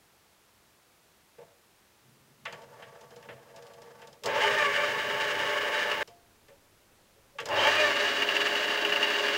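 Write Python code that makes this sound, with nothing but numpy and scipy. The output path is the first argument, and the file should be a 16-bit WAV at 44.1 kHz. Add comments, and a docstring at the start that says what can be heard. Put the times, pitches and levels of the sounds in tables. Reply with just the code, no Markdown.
"""Small lathe, two starts

A small bench lathe heard from close by in a quiet workshop. A hand moves the control lever with knocks and a
faint scrape; then the motor starts twice, each time overshooting and settling alike. Tooth impacts, a buzzing
shaft and gliding tones make the gears rattle and whine in the iron frame. The sound of the first run breaks off
abruptly; the second has its own tones and frame colour, and more clatter. Noise bursts shaped by steel
resonances make the lever; steady coloured noise makes the workshop."""
import sys
import numpy as np
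from scipy.fft import rfft, irfft, next_fast_len
from scipy.io import wavfile
from scipy.ndimage import map_coordinates

SR = 44100
rng = np.random.default_rng(int(sys.argv[2]) if len(sys.argv) > 2 else 0)


def master(y):
    """Save y as 16-bit WAV."""
    cut = np.clip(np.atleast_2d(y).T, -1, 1)
    pcm = np.round(cut * 32767)  # scale
    wavfile.write(sys.argv[1], SR, pcm.astype(np.int16))


N = 413216
TIME = np.arange(N) / SR  # s
FFT_SIZE = next_fast_len(N + 8192, True) // 2 * 2
HZ = np.fft.rfftfreq(FFT_SIZE, 1 / SR)


def amp(db):
    """Decibels to gain."""
    return np.exp(np.asarray(db) * (np.log(10) / 20))


def unit(x):
    """Scale to rms 1."""
    return x / np.sqrt(np.mean(x ** 2) + 1e-20)


def sine(pitch_hz):
    """A sine whose phase accumulates a changing pitch."""
    return np.sin(2 * np.pi * np.cumsum(pitch_hz) / SR)


def wobble(rate):
    """A smooth random curve through normally distributed knots, rate of them a second."""
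    knots = rng.standard_normal(2048)
    coarse = TIME[::32]
    return np.interp(TIME, coarse, map_coordinates(knots, [coarse * rate], mode="wrap"))


def colour(points, modes=()):
    """Gain per frequency: a broad (hz, db) slope with (hz, width_hz, db) resonances on it."""
    f, db = np.transpose(points)
    peaks = sum(g / (1 + (2 * (HZ - c) / w) ** 2) for c, w, g in modes)
    return amp(np.interp(np.log(HZ + 1), np.log(f), db) + peaks)


def below(edge_hz):
    """Gain of a steep low-pass."""
    return 1 / np.sqrt(1 + (HZ / edge_hz) ** 12)


def above(edge_hz):
    """Gain of the matching high-pass."""
    return np.sqrt(1 - below(edge_hz) ** 2)


def filtered(x, gain):
    """x through a frequency response."""
    return irfft(rfft(x, FFT_SIZE) * gain)[:N]


def ringing(x, gain):
    """x through the causal response with this gain, so that resonances ring after each impact."""
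    cepstrum = irfft(np.log(np.maximum(gain, 1e-6)))
    # folding the cepstrum forward in time gives minimum phase
    cepstrum[1:len(HZ) - 1] *= 2
    cepstrum[len(HZ):] = 0
    return filtered(x, np.exp(rfft(cepstrum)))


def noise(gain):
    """Coloured noise of rms 1."""
    return unit(filtered(rng.standard_normal(N), gain))


def gate(start, stop, rise, fall):
    """1 between start and stop, with straight ramps inside."""
    return np.clip((TIME - start) / rise, 0, 1) * np.clip((stop - TIME) / fall, 0, 1)


def swell(middle, width):
    """A smooth bump of height 1 in time."""
    return np.exp(-np.minimum(((TIME - middle) / width) ** 2, 50))


def blows(times, levels_db, attack, t60, tail_db, tail_t60):
    """Envelope of blows that die quickly and leave a weak room tail."""
    t = np.arange(SR // 2) / SR
    decay = amp(-60 * t / t60) + amp(tail_db - 60 * t / tail_t60)
    shape = (1 - np.exp(-t / attack)) * decay
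    power = np.zeros(N + SR)
    for s, db in zip(times, levels_db):
        power[round(s * SR):][:len(t)] += (amp(db) * shape) ** 2
    return np.sqrt(power[:N])


START_A, START_B = 4.24, 7.47  # the motor is switched on (s)
# gear and motor tones of the first run: full_speed_hz, relative level_db
FIRST_TONES = [(98.8, -63.5), (335, -60), (414.5, -47), (500.6, -51.5), (592.6, -41), (699, -51.5),
               (877, -54), (886, -60), (1110, -46.5), (1121, -49), (1330, -54), (1599, -53), (1653, -48),
               (1739, -42), (1943, -74), (2304, -70), (2557, -71), (2794, -55), (2875, -50), (3047, -71),
               (3451, -74)]


def first_run():
    """The motor spins up and runs evenly; its sound breaks off abruptly at 6.03 s."""
    speed, load = spin_up(START_A, torque_db=8.5, uneven_db=1.06)
    body = frame(run=0)
    on = gate(4.232, 6.031, rise=0.035, fall=0.002)
    gears = gear_noise(speed, load, body, on, rumble_db=-44, growl_db=-39.0, rattle_db=-32.5,
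                       flutter_db=1.0, hiss_db=-55.5)
    tones = whine(speed, FIRST_TONES, load, body, level_db=-0.95, waver=0.00207, shimmer_db=2.5)
    mesh = howl(speed, START_A, body, flare_db=-23)
    # the jolt is over and the hum already fading when this run becomes audible
    electric = drive(speed, 3.9, whistle_db=-67, hum_db=-48)
    return on * (gears + tones + mesh + electric)


# gear and motor tones of the second run: full_speed_hz, relative level_db
SECOND_TONES = [(98.8, -77), (267, -57.5), (328, -54.5), (414.5, -39), (570.6, -58), (596.5, -48),
                (699.8, -46.5), (888, -53), (1222, -54), (1487, -55), (1658, -47), (1766, -57), (2051, -51),
                (2439, -54), (2702, -58), (2767, -50), (2848, -42.5), (3068, -45), (3338, -51), (3451, -56)]


def second_run():
    """The motor spins up again, with other tones and another balance of frame resonances."""
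    speed, load = spin_up(START_B, torque_db=12, uneven_db=1.07)
    body = frame(run=1)
    on = gate(7.455, 10, rise=0.065, fall=.003)
    gears = gear_noise(speed, load, body, on, rumble_db=-42.5, growl_db=-40.5, rattle_db=-30.5,
                       flutter_db=1.0, hiss_db=-53.5)
    tones = whine(speed, SECOND_TONES, load, body, level_db=-1.1, waver=0.00211, shimmer_db=1.5)
    mesh = howl(speed, START_B, body, flare_db=-24)
    electric = drive(speed, 7.49, whistle_db=-67.0, hum_db=-51)
    return on * (gears + tones + mesh + electric)


# every start overshoots, sags and settles alike: after_start_s, speed (share of full speed)
SPEED_CURVE = [(0, .05), (.1, .6), (.175, .96), (.24, 1.03), (.315, 1.038), (.38, 1.0), (.45, .953),
               (.545, .987), (.66, 1.0)]
# the teeth go slack twice as the speed settles: after_start_s, half_width_s, dip_db
SLACK_DIPS = [(0.471, 0.024, 3.5), (0.722, 0.096, 1.5)]
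TORQUE_HOLD_S, TORQUE_FADE_S = 0.13, 0.14  # the starting torque holds, then dies away
SHAKE_DB, SHAKE_HOLD_S, SHAKE_FADE_S = 3.5, 0.53, 0.25  # extra rattle until the gear train settles
RATTLE_DB_PER_SPEED = 11.5  # rattle gained from standstill to full speed


def spin_up(start, torque_db, uneven_db):
    """Speed after a start, and the load it puts on the gears: growl and rattle in dB over steady running."""
    age = TIME - start
    speed = np.interp(age, *np.transpose(SPEED_CURVE))
    torque = np.exp(-np.maximum(age - TORQUE_HOLD_S, 0) / TORQUE_FADE_S)
    shake = np.clip(1 - (age - SHAKE_HOLD_S) / SHAKE_FADE_S, 0, 1)
    slack = sum(db * swell(start + s, width) for s, width, db in SLACK_DIPS)
    growl = torque_db * torque - slack + uneven_db * wobble(16)
    speed_loss = RATTLE_DB_PER_SPEED * (1 - speed)
    rattle = SHAKE_DB * shake - speed_loss - slack + uneven_db * wobble(22)
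    return speed, (growl, rattle)


def gear_noise(speed, load, body, on, rumble_db, growl_db, rattle_db, flutter_db, hiss_db):
    """Tooth impacts and motor buzz ring the frame; the rattle swells once per turn of the spindle."""
    def level(x):
        """Scale to a spread of 1 while the motor is on."""
        return x / x[on > .5].std()

    growl, rattle = load
    impacts = teeth(speed, mesh_hz=591.8, scatter=.4, spread_db=1, hiss=1.0, worn=.6)
    shaft = amp(-4) * buzz(speed, uneven_db=7)
    turn = 2 * np.pi * np.cumsum(speed) * 27.35 / SR
    flutter = flutter_db * np.cos(turn) + 1.35 * wobble(60)
    # the deep rumble and the hiss of the brushes hardly follow the load
    deep = amp(rumble_db + 0.053 * growl) * level(ringing(impacts, body * below(449)))
    hiss = amp(hiss_db + 0.16 * growl) * np.minimum(speed, 1) * noise(body * above(8400))
    middle = level(ringing(impacts * amp(0.12 * flutter), body * above(485) * below(960)))
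    bright = level(ringing((impacts + shaft) * amp(flutter), body * above(1055) * below(9000)))
    return deep + amp(growl + growl_db) * middle + amp(rattle + rattle_db) * bright + hiss


def teeth(speed, mesh_hz, scatter, spread_db, hiss, worn):
    """One impact per gear tooth over rolling noise; worn teeth repeat part of their errors every 43 teeth."""
    at = np.flatnonzero(np.diff(np.floor(np.cumsum(speed) * mesh_hz / SR)))
    wear = np.resize(rng.standard_normal(size=(43, 2)), (len(at), 2))
    chance = rng.standard_normal((len(at), 2))
    share = np.clip(worn, 0, 1)
    late, size = (np.sqrt(share) * wear + np.sqrt(1 - share) * chance).T
    at = np.clip(at + late * scatter * SR / mesh_hz, 0, N - 1).astype(int)
    strength = unit(amp(spread_db * size)) * np.sqrt(SR / mesh_hz)
    hits = np.bincount(at, strength, N)
    return filtered(hits, above(40)) + hiss * rng.standard_normal(N)


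def buzz(speed, uneven_db):
    """Brushes and bearings repeat one rough pattern each motor shaft turn: a comb of uneven orders."""
    size = 4096
    strengths = amp(uneven_db * rng.uniform(-0.95, 1, size=90))
    orders = strengths * np.exp(2j * np.pi * rng.random(size=90))
    pattern = irfft(np.pad(orders, (12, 0)), size)  # the lowest 12 bins stay empty
    turns = np.cumsum(98.6 * speed * (1 + 0.0018 * wobble(25))) / SR
    return unit(np.interp(turns % 1, np.arange(size) / size, pattern))


# broad colour of the gear noise: hz, first_run_db, second_run_db
GEAR_COLOUR = [(30, -22, -29), (131, -18, -18), (214, -10.5, -8), (444, -9.5, -1), (764, -14, -6),
               (1530, -7.5, -4), (2350, -5.5, -4.5), (3750, -16.5, -11.5), (4940, -13, -11.5),
               (6780, -18, -15), (8540, -23, -21.5), (10200, -22, -21.5), (15500, -18, -17.5)]
# resonances of the iron frame: hz, width_hz, first_run_db, second_run_db
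FRAME_MODES = [(412.7, 21.4, 18.5, 8), (478, 45, 6.5, -8), (578.7, 106, 13.5, 12), (880, 55, 17, 11),
               (1108, 250, 10, 8.5), (1297, 39, 5, 3), (1560, 195, 7.5, 4.5), (1762, 307, 9.5, 10.5),
               (2140, 450, 7.5, 5.5), (2430, 26, 3.5, 7), (2821, 273, 9.5, 16), (3060, 380, 7.5, 2),
               (3483, 460, 7, 6), (3845, 85, 10.5, 8.5), (4650, 1000, 2, 6), (6600, 110, 5, 2.5)]


def frame(run):
    """Resonant response of the iron frame in the first (0) or second (1) run."""
    slope = [(f, dbs[run]) for f, *dbs in GEAR_COLOUR]
    modes = [(f, w, dbs[run]) for f, w, *dbs in FRAME_MODES]
    return colour(slope, modes)


def whine(speed, tones, load, body, level_db, waver, shimmer_db):
    """Tones emerge near full speed, grow with the load and flare as they cross a frame resonance."""
    effort = amp(level_db + 0.29 * load[0]) * np.minimum(speed, 1) ** 4
    out = np.zeros(N)
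    for hz, db in tones:
        pitch = hz * speed * (1 + waver * wobble(35))
        flare = np.interp(hz * speed, HZ, body) / np.interp(hz, HZ, body)
        out += amp(db + shimmer_db * wobble(18)) * flare * sine(pitch)
    return np.sqrt(2) * effort * out


# partials of the tooth howl: multiple of the tooth rate (ratio), relative level_db
HOWL_PARTIALS = [(1, 4.5), (1.499, -16), (1.999, 4.5), (3, 0.5), (3.75, -0.5), (3.999, 2.5)]
# swells of howl while the motor overshoots: middle_s, half_width_s, level_db
HOWL_SWELLS = [(4.47, .03, -33.5), (4.61, 0.081, -26), (4.8, 0.054, -29.5), (7.675, .03, -27.5),
               (7.835, 0.087, -26.5), (7.99, 0.066, -38)]
FLARE_S, FLARE_WIDTH_S, FLARE_HZ = 0.205, 0.024, 887  # after the start; half width; at full speed


def howl(speed, start, body, flare_db):
    """Teeth mesh hard in the surge: rough partials glide through frame resonances, and a gear tone flares."""
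    partials = np.zeros(N)
    for k, db in HOWL_PARTIALS:
        pitch = 593 * k * speed * (1 + 0.0081 * wobble(90))
        partials += amp(db + 5.7 * wobble(45)) * sine(pitch)
    heard = filtered(partials, body)
    swells = sum(amp(db) * swell(s, width) for s, width, db in HOWL_SWELLS)
    flare = amp(flare_db) * swell(start + FLARE_S, FLARE_WIDTH_S) * sine(FLARE_HZ * speed)
    return swells * heard / heard[speed > .9].std() + flare


def drive(speed, start, whistle_db, hum_db):
    """The controller whistles, its sidebands dropping as speed rises; starting current hums and jolts the bed."""
    carrier = 2 * np.pi * 15662 * TIME
    slots = 2 * np.pi * np.cumsum(speed) * 593 / SR
    whistle = np.sin(carrier) + .5 * np.sin(carrier - slots) + .35 * np.sin(carrier - slots / 2)
    # the hum peaks 0.15 s after start and fades by 30 dB a second on both sides
    surge = amp(hum_db - 30 * np.abs(TIME - start - .15) + 3 * wobble(25))
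    hum = surge * np.sin(2 * np.pi * 100 * TIME)
    thump = noise(colour([(40, -26), (125, 26), (220, -37), (400, -16)]))
    jolt = thump * blows([start], [-46], attack=0.016, t60=0.57, tail_db=-29, tail_t60=.4)
    return amp(whistle_db) * whistle + hum + jolt


# loose gears knocking in their backlash: start_s, level_db
GEAR_KNOCKS = [(5.912, -23), (7.669, -17.5), (7.696, -27), (7.753, -34), (8.22, -18.5), (8.288, -23),
               (8.300, -35), (8.364, -21), (8.403, -23.5), (8.465, -22.5), (8.478, -30), (8.551, -23.5),
               (8.626, -26.5), (8.703, -27), (8.745, -30), (8.772, -26.5), (8.848, -22), (8.921, -20.5),
               (8.959, -22.5), (9.027, -20), (9.071, -27), (9.1, -21), (9.134, -25), (9.281, -22)]


def backlash():
    """Loose gears give short bursts of tooth knocks, mostly in the frame's bright resonance."""
    envelope = blows(*np.transpose(GEAR_KNOCKS), attack=0.0017, t60=0.078, tail_db=-14, tail_t60=0.086)
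    tilt = colour([(300, -24), (1200, -1.5), (2300, -3.0), (2850, 4.5), (3500, -6.5), (5000, -3),
                   (12000, -10)])
    return envelope * noise(frame(run=1) * tilt)


# brief screeches of steel on steel: start_s, length_s, first_hz, last_hz, level_db
STEEL_SCREECHES = [(4.4, .11, 3120, 2950, -33.5), (7.565, 0.13, 3070, 3160, -28.5)]


def screeches():
    """Sliding steel catches for a moment and gives a rough, gliding tone."""
    out = np.zeros(N)
    for s, length, first_hz, last_hz, db in STEEL_SCREECHES:
        progress = np.clip((TIME - s) / length, 0, 1)
        pitch = first_hz * (last_hz / first_hz) ** progress
        roughness = wobble(330) * np.sqrt(2)
        out += amp(db) * np.sin(np.pi * progress) * roughness * sine(pitch)
    return out


# contacts of the lever and its switch: start_s, knock_db, clack_db, tick_db
LEVER_CONTACTS = [(1.383, -48, -58.5, -68), (1.414, -49, -65, -72), (2.453, -48, -32, -48),
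                  (2.525, -42.5, -43, -48.5), (2.822, -58, -44.5, -63), (3.226, -57, -53, -60),
                  (3.287, -43, -42, -68), (4.017, -57, -50, -57), (4.236, -51, -46, -39),
                  (4.258, -30, -41, -32), (6.075, -51, -56, -50), (6.483, -56, -56, -62),
                  (7.385, -49, -32, -50), (7.401, -41, -46, -42), (7.456, -42, -40.5, -38),
                  (7.487, -51, -41, -43)]
# light ticks within the scraping: start_s, tick_db
SCRAPE_TICKS = [(2.619, -58), (3.01, -55.5), (3.106, -59), (3.161, -55), (3.561, -50.5), (3.623, -55.5),
                (3.667, -55.5), (3.735, -56), (3.818, -53.5), (4.072, -53.5), (4.128, -56)]
# broad colour of the lever: hz, level_db
LEVER_COLOUR = [(60, -20), (140, 4), (300, -9), (450, 5.5), (1200, -7.5), (3100, -8), (4000, -8.5),
                (7000, -11), (10000, -24), (15500, -28)]
# resonances of the lever and its rod: hz, width_hz, level_db
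ROD_MODES = [(476, 20, 16.5), (568, 33, 10), (670.4, 14, 15), (892, 62, 12.5), (1142, 19, 16),
             (1710, 330, 7), (2160, 210, 2.5), (2720, 90, 5.5), (3100, 240, 4.5), (5070, 180, 8.5)]
TICK_KNOCK_DB, TICK_CLACK_DB = 4, -7.5  # low and middle part of a light tick, relative to its top


def lever():
    """Contacts excite steel: a long low knock, a shorter clack, a brief tick; one leaves the rod humming."""
    light = [(s, db + TICK_KNOCK_DB, db + TICK_CLACK_DB, db) for s, db in SCRAPE_TICKS]
    s, knock_db, clack_db, tick_db = np.transpose(list(LEVER_CONTACTS) + light)
    steel = colour(LEVER_COLOUR, ROD_MODES)
    knock = noise(steel * below(1040))
    knock *= blows(s, knock_db, attack=0.006, t60=0.15, tail_db=-10.0, tail_t60=0.59)
    clack = noise(steel * above(1110) * below(3150))
    clack *= blows(s, clack_db, attack=0.0025, t60=0.14, tail_db=-17.5, tail_t60=0.34)
    tick = noise(steel * above(2720))
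    tick *= blows(s, tick_db, attack=0.00029, t60=0.04, tail_db=-9, tail_t60=0.19)
    hum = np.sin(2 * np.pi * 695 * TIME)
    hum *= blows([6.09], [-51], attack=0.013, t60=0.55, tail_db=-30, tail_t60=.4)
    return knock + clack + tick + hum


# soft bumps of the hand on the handle: start_s, level_db
HAND_BUMPS = [(1.387, -51), (1.42, -54), (4.222, -46), (6.484, -46.5), (7.16, -55), (7.35, -52),
              (7.42, -36)]


def hand():
    """The hand bumps the handle softly and stirs only the rod's low resonances."""
    thud = colour([(100, -5), (350, 6), (550, 14), (900, -14), (2000, -26)],
                  [(562, 33, 23), (433, 45, 16)])
    return noise(thud) * blows(*np.transpose(HAND_BUMPS), attack=0.01, t60=0.16, tail_db=-14, tail_t60=0.45)


# colour of the dull rub: hz, level_db
RUB_COLOUR = [(30, -33.5), (80, -14.5), (135, 6.5), (180, -7), (215, -0.5), (300, -14), (430, -9),
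              (650, -35)]
# course of the dull rub: time_s, level_db (before the rub's 4 dB trim)
RUB_COURSE = [(1.95, -90), (2.04, -60.5), (2.42, -63.5), (2.44, -56.5), (2.99, -63.5), (3.36, -53.5),
              (3.42, -63), (4.22, -64), (4.25, -52)]
# steady scrape, its drift, and its swell relative to a clack
SCRAPE_DB, SCRAPE_UNEVEN_DB, SCRAPE_PER_CLACK_DB = -54, 1.5, -3


def rubbing():
    """While the lever is held, it rubs dully, then scrapes in small uneven slips, harder for a moment after
    each clack."""
    s, _, clack_db, _ = np.transpose(LEVER_CONTACTS)
    jarred = blows(s, clack_db + SCRAPE_PER_CLACK_DB, attack=0.026, t60=0.31, tail_db=-22, tail_t60=0.54)
    pressure = np.hypot(amp(SCRAPE_DB + SCRAPE_UNEVEN_DB * wobble(22)), jarred)
    slips = rng.standard_normal(N) * amp(3.0 * wobble(70))
    tilt = colour([(200, -9.0), (450, -2.5), (1200, 3.0), (4000, -10.5), (12000, -10)])
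    scrape = unit(ringing(slips, colour(LEVER_COLOUR, ROD_MODES) * tilt))
    rub = noise(colour(RUB_COLOUR)) * gate(1.98, 5.5, .04, .04)
    rub_db = np.interp(TIME, *np.transpose(RUB_COURSE)) - 4.0
    return amp(rub_db) * rub + pressure * scrape * gate(2.46, 4.22, 0.028, 0.18)


# colour of the workshop hiss: hz, level_db
ROOM_COLOUR = [(15, -25), (25, -12), (70, -2), (228, -4.5), (275, -7), (333, -3), (498, -4.5), (540, -5),
               (1090, -6), (15700, -18.5)]


def workshop():
    """Steady faint hiss, with a little more rumble and mains hum after the first run."""
    hiss = amp(-63.5) * noise(colour(ROOM_COLOUR) * above(25))
    rumble = amp(-69.0) * noise(colour([(30, -4), (110, -5.5), (160, -9), (600, -12), (2000, -55)]))
    mains = amp(-77.5 + 1.8 * wobble(3)) * np.sin(2 * np.pi * 100 * TIME)
    return hiss + (rumble + mains) * gate(6.03, 10, 0.009, .01)


def scene():
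    """Sum all sources into one channel."""
    machine = first_run() + second_run() + backlash()
    handling = screeches() + lever() + hand() + rubbing()
    return (machine + handling + workshop())[None]


TOP_HZ = 15820


def record(dry):
    """A sharp band limit: nothing passes from TOP_HZ upwards."""
    return np.array([filtered(x, HZ < TOP_HZ) for x in dry])


dry = scene()
out = record(dry)
master(out)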